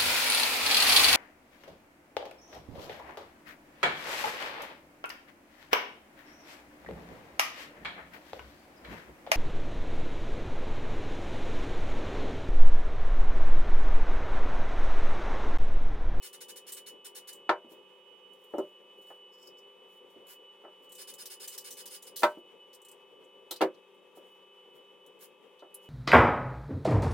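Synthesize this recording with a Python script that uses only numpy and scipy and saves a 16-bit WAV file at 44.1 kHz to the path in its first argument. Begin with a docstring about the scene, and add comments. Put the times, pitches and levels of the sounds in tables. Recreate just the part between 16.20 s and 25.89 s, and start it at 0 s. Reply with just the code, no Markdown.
"""Short puffs of hiss come first: an aerosol can sprays glue on model foliage in a small workshop. The hiss is
the turbulent jet, coloured by the nozzle's resonances; quick jabs make the valve spit. The can and the flock
applicator tube are put down, and each impact rings the damped modes of the bench. Gloves and twigs rustle,
scrape and click. A small motor hums and the electrostatic applicator whines throughout, its whine sinking
whenever the worker's body casts an acoustic shadow."""
import sys
import numpy as np
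from scipy import signal
from scipy.fft import rfft, irfft, next_fast_len
from scipy.io import wavfile
from scipy.ndimage import uniform_filter1d

SR = 44100
rng = np.random.default_rng(int(sys.argv[2]) if len(sys.argv) > 2 else 0)


def unload_audio(sound):
    """Save the sound as a 16-bit wav file, at the path given as the first command line argument."""
    columns = np.transpose(np.atleast_2d(sound))
    # keep every value between -1 and 1, then stretch to whole-number steps
    steps = np.round(np.clip(columns, -1, 1) * 32767)
    wavfile.write(sys.argv[1], SR, steps.astype(np.int16))


N = 427321
T = np.arange(N) / SR
EARS = np.array([[1], [-1]])  # opposite signs for left and right

# Equally strong presses of the nozzle. Each row: start in seconds, length in seconds.
PRESSES = [(0.021, 0.053), (0.127, 0.022), (0.204, 0.027), (0.281, 0.025), (0.357, 0.024), (0.465, 0.033),
           (0.563, 0.022), (0.661, 0.027), (0.844, 0.024), (0.947, 0.037), (1.072, 0.026), (4.781, 0.045),
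           (4.871, 0.034), (4.98, 0.043), (5.097, 0.045), (5.197, 0.055), (5.314, 0.037), (5.439, 0.047),
           (5.566, 0.047), (5.7, 0.064), (5.863, 0.019)]
# Hiss of the jet. Each row: frequency in Hz, relative spectral density in dB.
JET_SPECTRUM = [(150, -55), (600, -14), (1300, -3), (1900, 0), (3200, 3), (5000, 2.5), (7000, 1.5),
                (9000, 5), (11500, -1.5), (15500, 5)]
# Nozzle resonances. Each row: centre in Hz, width in Hz, boost in dB with the can low, then held high.
NOZZLE_PEAKS = [(1830, 140, 4.5, 2.5), (5000, 300, -4, 7.2), (5300, 400, 2.5, 1), (9640, 410, 7.5, 9)]
# Lifting of the can. Each row: time in seconds, height from 0 to 1.
CAN_LIFT = [(1.3, 0), (4.5, 1)]

def spray(open_s=0.0026, close_s=0.0028, jet_db=-43.5, raised_db=-1.3):
    """Turbulent jet noise, gated by the valve and filtered by the nozzle, changes colour with height."""
    valve = np.zeros(N)
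    t = T[:SR // 5]
    for s, length in PRESSES:
        add(valve, s, (1 - np.exp(-t / open_s)) * np.exp(-np.maximum(t - length, 0) / close_s))
    jet = colour(rng.standard_normal(N), JET_SPECTRUM)
    low = unit(shape(jet, lambda f: undb(sum(db * bump(f, hz, w) for hz, w, db, _ in NOZZLE_PEAKS))))
    high = unit(shape(jet, lambda f: undb(sum(db * bump(f, hz, w) for hz, w, _, db in NOZZLE_PEAKS))))
    height = np.interp(T, *np.transpose(CAN_LIFT))
    sputter = unit(undb(1.5 * walk(300)))
    return (low + height * (high - low)) * valve * sputter * undb(jet_db + raised_db * height)


# Jabs that make the valve spit. Each row: start in seconds, level in dB, T60 in seconds, ring in Hz.
VALVE_SPITS = [(.519, -34.5, 0.14, 8400), (1.128, -44.5, 0.12, 8000), (4.692, -60, 0.22, 8000),
               (4.719, -47.5, 0.17, 8000), (4.751, -51.5, 0.29, 7500), (4.938, -42, 0.084, 7150),
               (5.056, -37, 0.1, 5140), (5.276, -36.5, 0.16, 7260), (5.378, -33.5, 0.11, 5270),
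               (5.506, -37, 0.16, 6000), (5.657, -35.5, 0.12, 4860), (5.823, -43, 0.12, 7000),
               (5.96, -35.5, 0.31, 4520), (6.019, -44, 0.056, 10500)]
# Clicks of tube, can and twigs.
# Each row: start in seconds, level in dB, ring in Hz, ring relative to the rattle in dB.
HANDLING_CLICKS = [(2.132, -61, 9000, -21), (2.239, -63, 13000, 4), (2.382, -50, 6300, -10),
                   (6.53, -50, 5200, -4), (6.546, -56, 7700, -7), (6.617, -61.5, 8500, -1),
                   (6.648, -52.5, 8500, -4), (6.685, -51, 8800, -8), (6.714, -53, 8500, -3),
                   (7.040, -76, 7750, 5), (7.309, -27.5, 3830, -4), (7.360, -51.5, 4400, 5),
                   (7.541, -78, 4300, 13), (7.745, -69, 9000, -13), (8.862, -59.5, 9300, -18),
                   (9.393, -78.5, 3960, 20), (9.543, -51, 10900, 7.5)]
# Colour of a spit, click or crack. Each row: frequency in Hz, relative spectral density in dB.
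CLICK_SPECTRUM = [(100, -39), (350, -27), (1500, -17), (3500, -5.5), (5500, -7.5), (8500, -1.5),
                  (12000, -2.5), (15500, 2.5)]

def spits_and_clicks(grain_db=3.5, ring_width=0.19, spit_ring_db=-11, click_t60=0.081):
    """Impulsive excitation: a gritty rattle and one broad resonance start at once and decay together."""
    out = np.zeros(N)
    t = T[:SR // 4]
    grit = rng.standard_normal(N) * undb(grain_db * walk(900))
    bursts = [(s, db, t60, hz, spit_ring_db) for s, db, t60, hz in VALVE_SPITS]
    bursts += [(s, db, click_t60, hz, ring_db) for s, db, hz, ring_db in HANDLING_CLICKS]
    for s, db, t60, ring_hz, ring_db in bursts:
        piece = np.roll(grit, -int(s * SR))[:len(t)]
        rattle = unit(colour(piece, CLICK_SPECTRUM))
        ring = unit(resonate(piece, [(ring_hz, ring_width * ring_hz, 0)]))
        add(out, s, undb(db) * fade(t, t60) * (rattle + undb(ring_db) * ring))
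    return out


# Blows on the bench. Each row: start in seconds, level in dB, contact cut-off in Hz,
# bass cut-off of the spot struck in Hz, share of the bench's hollow ring from 0 to 1, rebound in seconds.
BLOWS = [(1.2921, -23.5, 2960, 520, 0.2, .0055), (1.444, -57.5, 280, 200, 0, .012),
         (1.516, -59.5, 457, 220, 0, .015), (2.3368, -36, 640, 250, 0.94, .0088),
         (2.382, -31.5, 477, 297, 0.49, .0152), (2.902, -52.5, 1630, 475, 0.97, .004),
         (3.961, -56.5, 230, 150, 1, .02), (4.438, -58, 1300, 380, 0.55, 0.00383),
         (4.447, -52, 1510, 420, 0.5, .033), (6.0225, -45.5, 3950, 500, 0.2, 0.0034),
         (6.0324, -21.5, 4800, 520, 0.07, .0083), (6.171, -50, 270, 200, 0.43, .006),
         (7.31, -47.5, 3000, 200, 0.5, .006), (7.408, -30, 2980, 280, 0.73, .0057),
         (7.4142, -25, 4750, 320, .7, .0088), (7.4233, -26.5, 556, 300, 0.87, .0178),
         (7.972, -54.5, 910, 201, 0.7, .015), (9.422, -52, 1100, 300, 0.57, .023)]

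def contacts(rebound_db=-7, rebound_cutoff_ratio=0.65):
    """Inelastic rebound: whatever is put down rocks and touches again, weaker and duller."""
    for s, db, contact_hz, bass_hz, hollow_share, rebound_s in BLOWS:
        yield s, db, contact_hz, bass_hz, hollow_share
        yield s + rebound_s, db + rebound_db, contact_hz * rebound_cutoff_ratio, bass_hz, hollow_share


# Modes of the bench. Each row: frequency in Hz, relative level in dB, uncapped T60 in seconds.
BENCH_MODES = [(228.4, -2, 0.094), (339.4, 3.5, 0.12), (362.4, -5, 0.056), (388, -6.5, 0.25),
               (498, -13.5, 0.33), (582, -8, 0.42), (601, 2.5, 0.26), (591, 2.5, 0.044), (678, -4, 0.22),
               (847, -2.5, 0.14), (918, -9, 0.14), (948, 2, 0.18), (1004, -10, 0.36), (1051, -2.5, 0.16),
               (1073, -18.5, 0.11), (1085, -20, 0.31), (1210, -13, 0.15), (1311, 0, 0.18), (1404, -2, 0.14),
               (1540, 1, 0.2), (1536, 0.5, 0.26), (1748, -1, 0.1), (1957, -14.5, 0.19), (2035, -5, 0.073),
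               (2600, -33, .09), (3610, -9, 0.078)]
# Hollow ring of the bench when the tube is set down, with the same columns.
HOLLOW_MODES = [(201, -15, 0.15), (319.5, 0.5, 0.13), (360, -1, 0.39), (384.6, 5, 0.14),
                (498.5, -0.5, 0.18), (536, -2, 0.3), (584, 4.5, 0.21), (709, -15, 0.03), (896, -3.5, 0.21),
                (1014, -11, 0.1), (1235, -6, 0.14), (1332, -10, 0.15), (1740, -3, .08), (2820, -8, 0.13)]
# Dull push of a blow through the bench. Each row: frequency in Hz, relative spectral density in dB.
THUD_SPECTRUM = [(20, -9), (60, -10), (150, -9), (300, -22), (1000, -57)]

def knocks(modes_db=-2, clatter_db=-5, thud_db=-40, rise_s=0.00029, crack_db_per_octave=25):
    """Impact excitation: a soft contact passes only the low modes, a stiff spot only the high ones."""
    out = np.zeros((2, N))
    t = T[:SR // 2]
    bench, hollow = modal_ring(BENCH_MODES, t), modal_ring(HOLLOW_MODES, t)
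    for s, db, contact_hz, bass_hz, hollow_share in contacts():
        modes = unit_blow((1 - hollow_share) * bench + hollow_share * hollow)
        ring = (undb(modes_db) * modes + undb(clatter_db) * clatter(t)) * (1 - np.exp(-t / rise_s))
        ring = signal.sosfilt(signal.butter(2, contact_hz, fs=SR, output="sos"), ring)
        ring = signal.sosfilt(signal.butter(2, bass_hz, "high", fs=SR, output="sos"), ring)
        crack = unit_blow(colour(stereo_noise(len(t)), CLICK_SPECTRUM) * fade(t, t60=0.11))
        thud = unit_blow(colour(stereo_noise(len(t)), THUD_SPECTRUM) * fade(t, t60=0.14))
        crack_db = -20.5 + crack_db_per_octave * np.log2(contact_hz / 4500)  # louder for a hard contact
        add(out, s, undb(db) * (unit_blow(ring) + undb(crack_db) * crack + undb(thud_db) * thud))
    return out


def modal_ring(modes, t, ear_rad_per_khz=0.12):
    """Modal superposition: damped sines of alternating sign, the higher more out of step between ears."""
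    out = 0
    for k, (hz, db, t60) in enumerate(modes):
        t60_cap = .22 * np.sqrt(450 / hz)  # newspaper on the bench damps the high modes most
        lag = EARS * ear_rad_per_khz * hz / 1000 * rng.standard_normal()
        out += (-1) ** k * undb(db) * fade(t, min(t60, t60_cap)) * np.sin(2 * np.pi * hz * t + lag)
    return unit_blow(out)


# Dense ring of the loaded bench and the room.
# Each row: frequency in Hz, relative spectral density in dB, T60 in seconds.
DENSE_RING = [(40, -31, .25), (120, -10.5, 0.25), (216, -7.5, 0.26), (356, 3, 0.19), (486, 2, 0.18),
              (640, 15.5, 0.12), (996, 6, 0.14), (1880, -2, 0.15), (2560, -2, 0.089), (3700, -5, 0.1),
              (5460, -10.5, 0.099), (15000, -21, .13)]

def clatter(t):
    """Modal overlap: countless resonances merge into half-octave noise bands; the bass lasts longest."""
    spectrum = rfft(stereo_noise(len(t)))
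    f = np.arange(spectrum.shape[1]) * SR / len(t)
    out = 0
    for hz in 45 * 2 ** (np.arange(18) / 2):
        band = irfft(spectrum * (np.abs(np.log2((f + 1) / hz)) < 1 / 4), len(t))
        out += band * undb(read(DENSE_RING, hz)) * fade(t, read(DENSE_RING, hz, column=2))
    return unit_blow(out)


# Gloves, sleeve and foliage brushing. Each row: peak time in seconds, length in seconds, level in dB.
BRUSHES = [(1.515, 0.037, -57), (2.326, 0.31, -70), (2.875, 0.14, -66), (3.73, 0.077, -68),
           (3.915, 0.041, -68), (4.107, 0.05, -45.5), (4.64, 0.03, -63), (6.185, 0.021, -64),
           (7.969, 0.028, -55.5), (8.09, 0.12, -71), (8.562, 0.037, -62), (9.026, 0.042, -47),
           (9.638, 0.046, -61.5)]
# A twig drawn over newspaper. Each row: peak time in seconds, length in seconds, level in dB.
TWIG_STROKES = [(3.137, 0.031, -66), (3.22, 0.069, -67.5), (3.268, 0.026, -61.5), (3.383, 0.019, -66.5)]
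# Colour of snapping fibres. Each row: frequency in Hz, relative spectral density in dB.
FIBRE_SPECTRUM = [(200, -44), (1200, -5), (3000, -6), (6000, -6.5), (11000, -2), (15500, 2.5)]
# Resonances of the scrape. Each row: centre in Hz, width in Hz, gain per pass in dB.
SCRAPE_PEAKS = [(5250, 1200, 0), (7400, 2000, -7)]

def rustles(grain_db=6, idle_db=-90, squeak_db=-2):
    """Friction noise: swells of tiny fibre snaps, to which a dragged twig adds a narrow squeak."""
    brush = undb(idle_db + 3 * walk(4.9)) + sum(undb(db) * swell(s, length) for s, length, db in BRUSHES)
    scrape = sum(undb(db) * swell(s, length) for s, length, db in TWIG_STROKES)
    snaps = rng.standard_normal(N) * undb(grain_db * walk(1200))
    crackle = unit(colour(snaps, FIBRE_SPECTRUM))
    squeak = unit(resonate(resonate(snaps, SCRAPE_PEAKS), SCRAPE_PEAKS))
    return (brush + scrape) * crackle + undb(squeak_db) * scrape * squeak


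# Pitch of the electrostatic applicator's whine. Each row: time in seconds, frequency in Hz.
WHINE_PITCH = [(0.0, 2972), (1.81, 2959), (2.48, 2962), (3.62, 2978), (4.12, 2970), (5.9, 2962),
               (7.7, 2977), (9.128, 2984), (9.69, 2960)]
# Fainter partials of the whine. Each row: ratio to its pitch, level in dB.
FAINT_PARTIALS = [(.866, -73), (.962, -86), (1.113, -86), (1.2525, -86)]

def applicator_whine(open_db=-59.5, jitter=0.001885, ear_rad=0.23, wander_db=1.2, flutter_db=2.16):
    """A high tone and its faint partials follow the applicator's pitch; the strongest sinks when the worker
    shades it."""
    hz = np.interp(T, *np.transpose(WHINE_PITCH)) * (1 + jitter * walk(70))
    phase = 2 * np.pi * np.cumsum(hz) / SR
    level_db = open_db - EARS + shadow_db()  # in the open, the right ear gets 2 dB more
    main = np.sin(phase + EARS * ear_rad) * undb(level_db + wander_db * walk(7) + flutter_db * walk(50))
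    faint = sum(undb(db + flutter_db * walk(40)) * np.sin(ratio * phase + EARS * ear_rad)
                for ratio, db in FAINT_PARTIALS)
    return np.sqrt(2) * (main + faint)


# Lines of the motor's hum. Each row: frequency in Hz, relative level in dB, unsteadiness from 0 to 1.
HUM_LINES = [(186.5, -83, 1), (368.5, -70.5, 0.91), (400, -68.5, 0.72), (502.5, -68.5, 1),
             (554, -76.5, 0.95), (871, -77.5, 0.43), (968, -78, 0.69), (1173, -73, 0.08), (2136, -84, 0)]

def motor_hum(waver_db=2.0, drift=0.00744):
    """A line spectrum whose tones waver by random amplitude and frequency modulation."""
    out = 0
    for hz, db, unsteady in HUM_LINES:
        gain = undb(db + unsteady * waver_db * walk(16))
        pitch = hz * (1 + unsteady * drift * walk(25))
        out += gain * np.sin(2 * np.pi * np.cumsum(pitch) / SR)
    return np.sqrt(2) * out


# Workshop air and motor noise. 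Each row: frequency in Hz, relative spectral density in dB.
AIR_SPECTRUM = [(30, -126), (100, -117), (170, -102), (310, -97.5), (390, -88), (530, -86.5), (650, -101),
                (950, -95), (1550, -108), (2400, -105), (3200, -99), (3650, -110), (4000, -120),
                (8000, -123.5), (15000, -124)]

def air_noise(split_hz=680, rumble_flicker_db=3.0, hiss_flicker_db=1.1):
    """Amplitude-modulated broadband noise: the low rumble flickers more deeply than the hiss."""
    air = colour(stereo_noise(N), AIR_SPECTRUM) * np.sqrt(SR / 2)
    rumble = shape(air, lambda f: 1 / (1 + (f / split_hz) ** 8))
    hiss = (air - rumble) * undb(hiss_flicker_db * walk(45))
    return rumble * undb(rumble_flicker_db * walk(22)) + hiss


# The worker moves into the path of the applicator's whine and the motor's sound. # Each row: deepest moment in
# seconds, length in seconds, left loss in dB, right loss in dB.
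BODY_SHADOWS = [(1.88, 0.57, 10, -1), (7.4, 3, 2, 4), (7.68, 0.54, 8, 9), (9.17, 0.43, 11.5, 16)]

def shadow_db():
    """Acoustic shadow: the worker's body screens each ear from the whine and the motor by a different amount."""
    return -sum(swell(s, length) * np.array([[left], [right]]) for s, length, left, right in BODY_SHADOWS)


def workshop(x, wet_db, t60):
    """Early reflections from bench and walls, different in each ear, join the direct sound."""
    t = T[:SR // 3]
    response = rng.standard_normal((2, len(t))) * fade(t, t60) * (1 - np.exp(-t / 0.00035))
    response *= undb(wet_db) / np.sqrt(np.sum(response ** 2, axis=1, keepdims=True))
    response[:, 0] += 1  # the direct path
    return signal.fftconvolve(x[None], response, axes=1)[:, :N] / np.sqrt(1 + undb(2 * wet_db))


# Stereo width of the noise. Each row: frequency in Hz, side minus mid in dB.
SIDE_SPECTRUM = [(60, -14), (250, -1), (500, -10.5), (1000, -6), (2500, -3.5), (5000, 0), (12000, 1)]

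def stereo_noise(size):
    """Interaural coherence: noise largely alike in both ears in the bass, unrelated in the treble."""
    mid, side = rng.standard_normal((2, size))
    return mid + EARS * colour(side, SIDE_SPECTRUM)


def undb(db):
    """Decibels to amplitude ratio."""
    return 10 ** (np.asarray(db) / 20)


def unit(x):
    """Normalise to rms 1."""
    return x / np.sqrt(np.mean(x ** 2))


def unit_blow(x):
    """Normalise a transient to the energy of rms 1 held for 40 ms."""
    return x / np.sqrt(np.mean(np.sum(x ** 2, axis=-1)) / (.04 * SR))


def read(points, hz, column=1):
    """Interpolate a table's column on a log frequency axis."""
    points = np.array(points, float)
    return np.interp(np.log(hz + 0.0013), np.log(points[:, 0]), points[:, column])


def shape(x, gain):
    """Filter by multiplying the spectrum by gain(frequency)."""
    size = next_fast_len(x.shape[-1] + 4096)
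    return irfft(rfft(x, size) * gain(np.arange(size // 2 + 1) * SR / size), size)[..., :x.shape[-1]]


def colour(x, points):
    """Filter by a spectral envelope of (Hz, dB) points."""
    return shape(x, lambda f: undb(read(points, f)))


def resonate(x, peaks):
    """Parallel second-order resonators, each given as (centre Hz, width Hz, dB)."""
    return shape(x, lambda f: sum(undb(db) * 1j * f * w / (hz ** 2 - f ** 2 + 1j * f * w)
                                  for hz, w, db in peaks))


def bump(f, hz, width):
    """Lorentzian resonance curve, 1 at its centre."""
    return 1 / (1 + (2 * (f - hz) / width) ** 2)


def walk(rate_hz):
    """Smooth random modulation with spread near 1."""
    size = int(SR / rate_hz)
    steps = np.repeat(rng.standard_normal(N // size + 1), size)
    return 1.3 * uniform_filter1d(uniform_filter1d(steps, size), size)[:N]


def fade(t, t60):
    """Exponential decay, 60 dB down after t60 seconds."""
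    return np.exp(-np.log(1000) * t / t60)


def swell(s, length):
    """Raised cosine peaking at s seconds, above one half for the given length."""
    return np.cos(np.pi / 2 * np.clip((T - s) / length, -1, 1)) ** 2


def add(track, s, x):
    """Mix x into the track at s seconds."""
    start = int(s * SR)
    track[..., start:start + x.shape[-1]] += x[..., :N - start]


def scene(shadow_share=0.037):
    """Superposition of handwork, blows on the bench, the motor, whose hum is barely shaded, and the
    applicator's whine."""
    hiss = workshop(spray() + rustles(), wet_db=7, t60=.11)
    ticks = workshop(spits_and_clicks(), wet_db=3, t60=.055)
    drone_db = -1 + 1.5 * EARS + shadow_share * shadow_db()  # louder on the left
    return hiss + ticks + knocks() + (air_noise() + motor_hum()) * undb(drone_db) + applicator_whine()


# Treble response of the microphone. Each row: frequency in Hz, gain in dB.
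MIC_RESPONSE = [(10000, 0.5), (13000, -1), (16000, -4)]

def record(dry):
    """Band limiting: the microphone dulls the highest treble and a steep low-pass cuts the top."""
    low_pass = signal.ellip(10, .2, 70, 15950, fs=SR, output="sos")
    return signal.sosfilt(low_pass, colour(dry, MIC_RESPONSE))


dry = scene()
out = record(dry)
unload_audio(out)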